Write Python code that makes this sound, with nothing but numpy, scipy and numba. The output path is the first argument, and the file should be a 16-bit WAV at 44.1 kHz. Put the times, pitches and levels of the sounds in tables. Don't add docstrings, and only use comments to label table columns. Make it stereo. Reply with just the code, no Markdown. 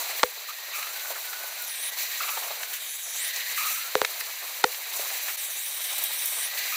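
import sys
import numpy as np
from scipy import signal
from scipy.fft import rfft, irfft, next_fast_len
from scipy.io import wavfile
from scipy.ndimage import uniform_filter1d, map_coordinates
from numba import njit

SR = 44100
rng = np.random.default_rng(int(sys.argv[2]) if len(sys.argv) > 2 else 0)


def store_wav(level_fs):
    pcm = np.round(np.clip(np.atleast_2d(level_fs), -1, 1) * 32767)
    wavfile.write(sys.argv[1], SR, pcm.T.astype(np.int16))


def gain_from_db(level_db):
    decades = np.asarray(level_db, float) / 20
    return 10 ** decades


N = 298113
HZ = np.fft.rfftfreq(next_fast_len(N), 1 / SR)
T = np.arange(N) / SR
LOW_CUT = signal.butter(4, 420, "highpass", fs=SR, output="sos")
GAP_CM, GAP_LIFT_DB = 5.7, 7.5


def shape(table, hz):
    f, db = np.transpose(table)
    return gain_from_db(np.interp(np.log(hz + 1), np.log(f), db))


def unit(x):
    return x / np.sqrt(np.mean(x ** 2))


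def walk(rate):
    k = int(SR / rate)
    held = np.repeat(rng.standard_normal(N // k + 1), k)
    return uniform_filter1d(held, k)[:N]


@njit
def svf(x, hz, width):
    y, b, l = np.empty(len(x)), 0., 0.
    for i in range(len(x)):
        g, k = np.tan(np.pi * hz[i] / SR), width[i] / hz[i]
        v = (b + g * (x[i] - l)) / (1 + g * (g + k))
        b, l, y[i] = 2 * v - b, l + 2 * g * v, k * v
    return y


def joined(tables, rest):
    out = np.outer(rest, np.ones(N))
    for table in tables:
        s, *columns = np.transpose(table)
        on = (T >= s[0]) & (T < s[-1])
        out[:, on] = [np.interp(T[on], s, c) for c in columns]
    return out


# time in seconds,
# extra path of the echo in cm, lift of the bright band in dB.
SWINGS = [
    [(1.66, 5.7, 4), (1.7, 7, 4), (1.8, 7.6, 4), (1.86, 7, 7), (1.92, 5.7, 6)],
    [(2.78, 6.5, 2), (2.82, 9.3, 1), (2.9, 10, 1), (3.0, 9, 1), (3.04, 10, 9), (3.15, 9.8, 10),
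     (3.21, 8.6, 9), (3.3, 5.7, 6)],
    [(5.38, 6.2, 2), (5.43, 8.6, 0), (5.54, 11, 0), (5.6, 9.2, 0), (5.66, 7, 2), (5.75, 7.6, -2),
     (6.0, 7.7, -2), (6.15, 7.4, -3), (6.3, 7.7, -3), (6.35, 7.4, 3), (6.41, 7.2, 6), (6.49, 5.7, 6)],
]


def swing():
    path_cm, lift_db = joined(SWINGS, rest=(GAP_CM, GAP_LIFT_DB))
    clear = uniform_filter1d(1. * (path_cm > GAP_CM), size=int(.05 * SR))
    return path_cm, clear, lift_db


TORCH_LEVELS = [(0.0, -36.5, -33.5, -42), (0.09, -36.5, -36.5, -45.5), (0.21, -39.5, -37.5, -52),
                (0.3, -43, -40, -55), (0.6, -42.5, -40, -54.5), (0.92, -39.5, -38, -50.5),
                (1.56, -41, -38.5, -51.5), (1.9, -39, -35.5, -52.5), (2.18, -37, -33.5, -52),
                (2.39, -38, -35, -48), (2.54, -38.5, -37.5, -49.5), (2.82, -41.5, -37.5, -56),
                (3.09, -43.5, -38, -56), (3.24, -36.5, -35.5, -52), (3.41, -35, -34.5, -52.5),
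                (3.54, -35, -33.5, -53.5), (3.75, -37, -33.5, -54), (4.05, -39, -37, -48.5),
                (4.39, -39.5, -38.5, -53), (4.86, -40.5, -37.5, -51), (4.95, -38, -35, -48.5),
                (5.14, -36.5, -33.5, -50), (5.48, -40.5, -35, -55.5), (5.74, -40, -34.5, -54),
                (5.99, -35.5, -32, -50), (6.29, -38.5, -31.5, -52.5), (6.44, -37, -35.5, -51),
                (6.76, -34.5, -33.5, -53)]


def torch_levels():
    s, *columns = np.transpose(TORCH_LEVELS)
    return [np.interp(T, s, c) for c in columns]


# centre in seconds, change in dB at the centre,
# half length to 1/e of the change in seconds.
FLAME_FLUTTERS = [(0.11, 4.5, .01), (0.136, -0.5, .015), (0.184, 5, 0.017), (0.213, 0, 0.0087),
                  (0.497, 3, 0.0093), (0.764, 4, 0.038), (1.119, 3.5, 0.011), (1.66, -3.5, 0.01),
                  (1.912, -9, .01), (1.962, -7, 0.013), (2.006, 6.5, 0.043), (2.079, -2.5, 0.018),
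                  (2.228, 3.5, 0.018), (2.59, -0.5, 0.022), (2.672, -4.5, .015), (2.741, 5, 0.0081),
                  (2.792, -3.5, 0.0075), (3.323, -5, 0.011), (3.447, -5, 0.022), (3.543, -3, 0.023),
                  (3.657, 3, 0.083), (3.917, -3, 0.073), (4.206, 3, 0.0049), (4.725, 3, 0.012),
                  (4.803, -1, 0.027), (5.104, -1.5, 0.016), (4.624, -8, 0.0072), (4.992, 2.5, 0.032),
                  (5.367, -12, 0.006), (5.395, 1.5, .015), (5.85, 2, .012), (6.1, -2, 0.0098),
                  (6.23, 0.5, .06), (6.44, 4, 0.04), (6.495, -3.5, 0.026), (6.59, 4, 0.013)]


def flutter():
    flutter_db = np.zeros(N)
    for at, db, half in FLAME_FLUTTERS:
        near = slice(max(int((at - 2 * half) * SR), 0), int((at + 2 * half) * SR))
        flutter_db[near] += db * np.exp(-((T[near] - at) / half) ** 2)
    return flutter_db


# start in seconds, end in seconds
PREHEAT_SPANS = [(.32, 0.75), (1.92, 2.25), (3.3, 3.2), (6.49, 6.2)]


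def preheating():
    gate = sum(1. * (T > on) * (T < off) for on, off in PREHEAT_SPANS)
    return uniform_filter1d(gate, size=400)


# frequency in Hz, side minus mid in dB.
STEREO_WIDTH = [(60, -5), (110, -6), (200, -26), (380, -22), (700, -24), (1290, -27), (2380, -18.5),
                (4400, -10.5), (8120, -12), (15000, -7)]


def turbulence(table, edges_hz, shared_db, own_db, rate):
    path_cm = swing()[0]
    widen = gain_from_db(path_cm - GAP_CM)
    mid, side = rfft(rng.standard_normal((2, 2 * len(HZ) - 2))) * shape(table, HZ)
    side = side * shape(STEREO_WIDTH, HZ)
    shared, bands = shared_db * walk(rate), []
    for lo, hi in zip(edges_hz, edges_hz[1:]):
        in_band = (HZ >= lo) & (HZ < hi)
        m, s = irfft(np.array([mid, side]) * in_band)[:, :N]
        s = s * widen if lo > 1200 else s
        bands.append(np.array([m + s, m - s]) * gain_from_db(shared + own_db * walk(rate)))
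    return bands


# frequency in Hz, relative density in dB per Hz.
SPUTTER_COLOUR = [(35, -76), (60, -55), (114, -44.5), (224, -36), (394, -11), (637, -1), (1150, -1),
                  (1470, -3), (1600, -14), (2080, -12), (3520, -120)]


def sputter():
    sputter_db = torch_levels()[2]
    noise = sum(turbulence(SPUTTER_COLOUR, (20, 600, 1000, 1700), shared_db=3.0, own_db=-1.0, rate=60))
    return unit(noise) * gain_from_db(sputter_db + 3.5 + .37 * flutter())


# start in seconds,
# level in dB before the 9.5 dB trim, centre in Hz, length in seconds.
SLAG_BURSTS = [(0.091, -24.5, 615, 0.021), (0.192, -17, 2100, 0.008), (0.825, -21, 2340, 0.0089),
               (0.868, -25.5, 1360, 0.01), (0.959, -33, 1500, 0.013), (0.989, -26.5, 3880, 0.014),
               (1.052, -28, 1430, 0.011), (1.096, -24.5, 646, 0.03), (1.156, -23.5, 1400, 0.014),
               (1.328, -21.5, 1520, 0.0081), (1.412, -30, 1500, 0.0093), (1.688, -28, 3870, 0.018),
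               (2.284, -21, 2550, 0.015), (2.368, -18, 920, 0.015), (2.43, -24.5, 2510, 0.014),
               (2.503, -23.5, 720, 0.015), (2.631, -16, 2390, 0.0053), (2.723, -26.5, 2240, 0.051),
               (3.306, -24.5, 2180, 0.011), (4.047, -6.5, 2477, 0.0053), (4.208, -17.5, 2220, 0.0056),
               (4.743, -21.5, 2230, 0.0097), (4.852, -31, 2000, 0.01), (4.932, -24, 3620, 0.015),
               (4.993, -21, 580, 0.0081), (5.099, -22.5, 1820, 0.011), (5.275, -20.5, 1830, 0.032),
               (6.569, -22.5, 2260, 0.015), (1.617, -21, 13700, 0.011), (2.735, -27, 13300, 0.0053),
               (2.767, -42, 13170, 0.02), (3.3594, -18, 6370, 0.0079), (5.864, -25, 14100, 0.01),
               (5.926, -19.5, 6410, 0.01), (5.98, -15, 12300, 0.01), (6.0374, -9, 13300, 0.0056),
               (6.2554, -11, 12900, 0.0069)]


def slag():
    out, size, spread = np.zeros(N + SR), 4096, .61
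    for s, db, hz, length in SLAG_BURSTS:
        t = np.arange(size) / SR / length
        noise = rng.standard_normal(size)
        body = unit(svf(noise, np.full(size, 1. * hz), np.full(size, spread * hz)))
        start = int(s * SR)
        out[start:start + size] += gain_from_db(db - 9.5) * body * np.minimum(3 * t, 1) * np.exp(-t ** 2)
    return signal.sosfilt(LOW_CUT, out[:N])


# time in seconds, chirp peak in dB before the stereo blend, ring over chirp in dB,
# treble tilt in dB per octave (reached well above 2 kHz), polarity of the chirp, +1 or -1.
BACKFIRES = [(.23161, -6, -12, 3, 1), (.23253, -6.5, 2, 1, 1), (.23599, -5, -12, 0, 1),
             (3.95326, -5.5, 2, 0, 1), (4.01615, -7, -3, 0, 1), (4.64016, -6, -1, 2, -1),
             (4.64195, -3.5, -12, 0, 1), (4.64374, -6, -12, 0, -1)]
# frequency in Hz, relative density in dB per Hz.
BACKFIRE_COLOUR = [(30, -16), (170, -17), (300, -14), (450, 1), (650, .5), (1000, 2.5), (1500, -.5),
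                   (2500, -11), (4000, -9.5), (6000, -18.5), (8000, -19.5), (13000, -44.5)]
# frequency in Hz, relative level in dB, 60 dB decay time in seconds.
STEEL_MODES = [(430, -16, .1), (501, -15.5, .11)]


def backfires():
    size, lead = 8192, 64
    lag_s, bend, turn = .001343, .7477, .027
    hz, t = np.fft.rfftfreq(size, 1 / SR), np.arange(size) / SR
    cycles = lag_s * 1000 ** bend * hz ** (1 - bend) / (1 - bend) - turn + hz * lead / SR
    phase = -2 * np.pi * cycles
    ring = sum(gain_from_db(db - 60 * t / t60) * np.sin(2 * np.pi * f * t) for f, db, t60 in STEEL_MODES)
    ring = np.roll(ring * np.minimum(t / .003, 1), lead)
    out = np.zeros(N + size)
    for s, db, ring_db, treble_db, polarity in BACKFIRES:
        tilt = gain_from_db(treble_db * np.log2(1 + hz / 2000))
        at = s * SR - int(s * SR)
        spectrum = shape(BACKFIRE_COLOUR, hz) * tilt
        chirp = irfft(spectrum * np.exp(1j * (phase - 2 * np.pi * hz * at / SR)))
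        chirp = chirp * np.exp(-(t / .014) ** 2)
        chirp = polarity * chirp / np.abs(chirp).max()
        start = int(s * SR) - lead
        out[start:start + size] += gain_from_db(db) * (chirp + gain_from_db(ring_db) * ring)
    return np.array([out[:N], .86 * out[:N] + .14 * np.roll(out[:N], 22)])


# start in seconds,
# starting level in dB, length in seconds.
WHISTLE_CATCHES = [(0.486, -37.5, 0.038), (0.736, -38.5, .205), (2.204, -35, 0.074), (2.274, -37.5, 0.12),
                   (3.576, -34.5, 0.32), (6.722, -36.5, 0.46)]
# start in seconds, length in seconds,
# starting pitch in Hz, level in dB after the swell, width in Hz.
WHISTLE_NOTES = [(0.451, .285, 1872, -48.5, 80), (0.939, 0.26, 1486, -49, 80), (1.24, .3, 1494, -47.5, 50),
                 (1.57, 0.097, 1467, -49, 40), (1.701, .5, 1900, -49, 90), (2.582, 0.21, 1479, -53, 55),
                 (3.201, .375, 1921, -41.5, 132.5), (6.4, 0.48, 1948, -43, 110)]


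def whistling():
    u = np.linspace(0, 1, num=9)
    catches = []
    for s, db, length in WHISTLE_CATCHES:
        hz = 1235 + 211.5 * u ** 2.5
        catches.append(np.transpose([s + length * u, hz, db - 13.5 * u ** 1.25, db - 22 * u, 167.8 - 60 * u]))
    notes = []
    for s, length, hz, db, width in WHISTLE_NOTES:
        notes.append([(s + t, hz + 60 * t, db - 1.5 * (t == 0), db - 24, width)
                      for t in (0, length / 3, length)])
    return joined(notes + catches, rest=(1500, -90, -90, 100))


def whistle():
    hz, first_db, octave_db, width = whistling()
    jittered_hz = hz + 18 * walk(15) + .75 * width * walk(600)
    phase = 2 * np.pi * np.cumsum(jittered_hz) / SR
    first = np.sin(phase) * gain_from_db(3 * walk(60)) * uniform_filter1d(gain_from_db(first_db), size=300)
    rough = svf(rng.standard_normal(N), 2 * hz, 3.0 * width)
    rough = svf(rough, 2 * hz, 3.0 * width)
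    octave = rough / np.sqrt(width / SR) * uniform_filter1d(gain_from_db(octave_db), size=300)
    return signal.sosfilt(LOW_CUT, np.sqrt(2) * first + .5 * octave)


# frequency in Hz, relative density in dB per Hz.
ROAR_COLOUR = [(880, -19), (1500, -14), (1580, -3), (1730, -3.5), (1940, -1.5), (2140, -1), (2310, 0),
               (3030, -5.5), (3460, -6.5), (3940, 0.5), (4160, 0), (4790, -5.5), (5300, -9.5), (6890, -38),
               (11700, -120)]
# trim in dB, change clear of the gap in dB,
# change while preheating in dB.
ROAR_TRIMS = [(0.5, -0.5, 0), (0.5, 4, 0.5), (0.5, -2, 0.5)]


def roar():
    roar_db = torch_levels()[0]
    clear, preheat = swing()[1], preheating()
    bands = turbulence(ROAR_COLOUR, (1400, 2970, 3920, 5220), shared_db=1.0, own_db=0.67, rate=70)
    bands = unit(np.array(bands))
    mix = sum(band * gain_from_db(db + clear_db * clear + preheat_db * preheat)
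              for band, (db, clear_db, preheat_db) in zip(bands, ROAR_TRIMS))
    return mix * gain_from_db(roar_db - 4.5 + .54 * flutter())


def swept(x, tremble):
    path_cm, clear, lift_db = swing()
    path_cm = path_cm + .35 * clear * tremble
    bright_hz = 13995 * (GAP_CM / path_cm) ** 1.8
    echo = .68 * clear * np.clip(.7 + .35 * walk(40), 0, 1)
    late = map_coordinates(x, [np.arange(N) - SR * path_cm / 34300], order=3)
    x = (x + echo * late) / np.sqrt(1 + echo ** 2)
    return x + (gain_from_db(lift_db) - 1) * svf(x, bright_hz, .28 * bright_hz)


# frequency in Hz, relative density in dB per Hz.
HISS_COLOUR = [(3060, -41), (5200, -11.5), (5480, -5), (5930, 0.5), (6640, -3.5), (7360, -1), (8090, -1),
               (8810, 0), (10200, -1), (11700, -1), (14800, -3.5), (15500, 3.5), (16000, -51)]
# trim in dB, gain in dB per dB of hiss over roar,
# change clear of the gap in dB, change while preheating in dB.
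HISS_TRIMS = [(-5, 0.01, 0, -1), (-9.5, 0.57, 3, -4), (-5.5, 0.24, 3.5, -2)]


def hiss():
    roar_db, jet_db, _ = torch_levels()
    clear, preheat, flutter_db = swing()[1], preheating(), flutter()
    bands = turbulence(HISS_COLOUR, (4370, 7800, 10900, 16700), shared_db=1.25, own_db=0.58, rate=70)
    jet = 0
    for band, (db, tilt, clear_db, preheat_db) in zip(bands, HISS_TRIMS):
        level_db = jet_db + db + tilt * (jet_db - roar_db) + clear_db * clear + preheat_db * preheat
        jet = jet + unit(band) * gain_from_db(level_db + flutter_db)
    tremble = walk(20)
    return np.array([swept(side, tremble) for side in jet]) * gain_from_db([[.4], [-.4]])


def scene():
    return sputter() + slag() + backfires() + whistle() + roar() + hiss()


def roll_off(x):
    return signal.sosfilt(signal.butter(12, 17080, fs=SR, output="sos"), x)


def record(dry):
    return roll_off(dry)


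dry = scene()
out = record(dry)
store_wav(out)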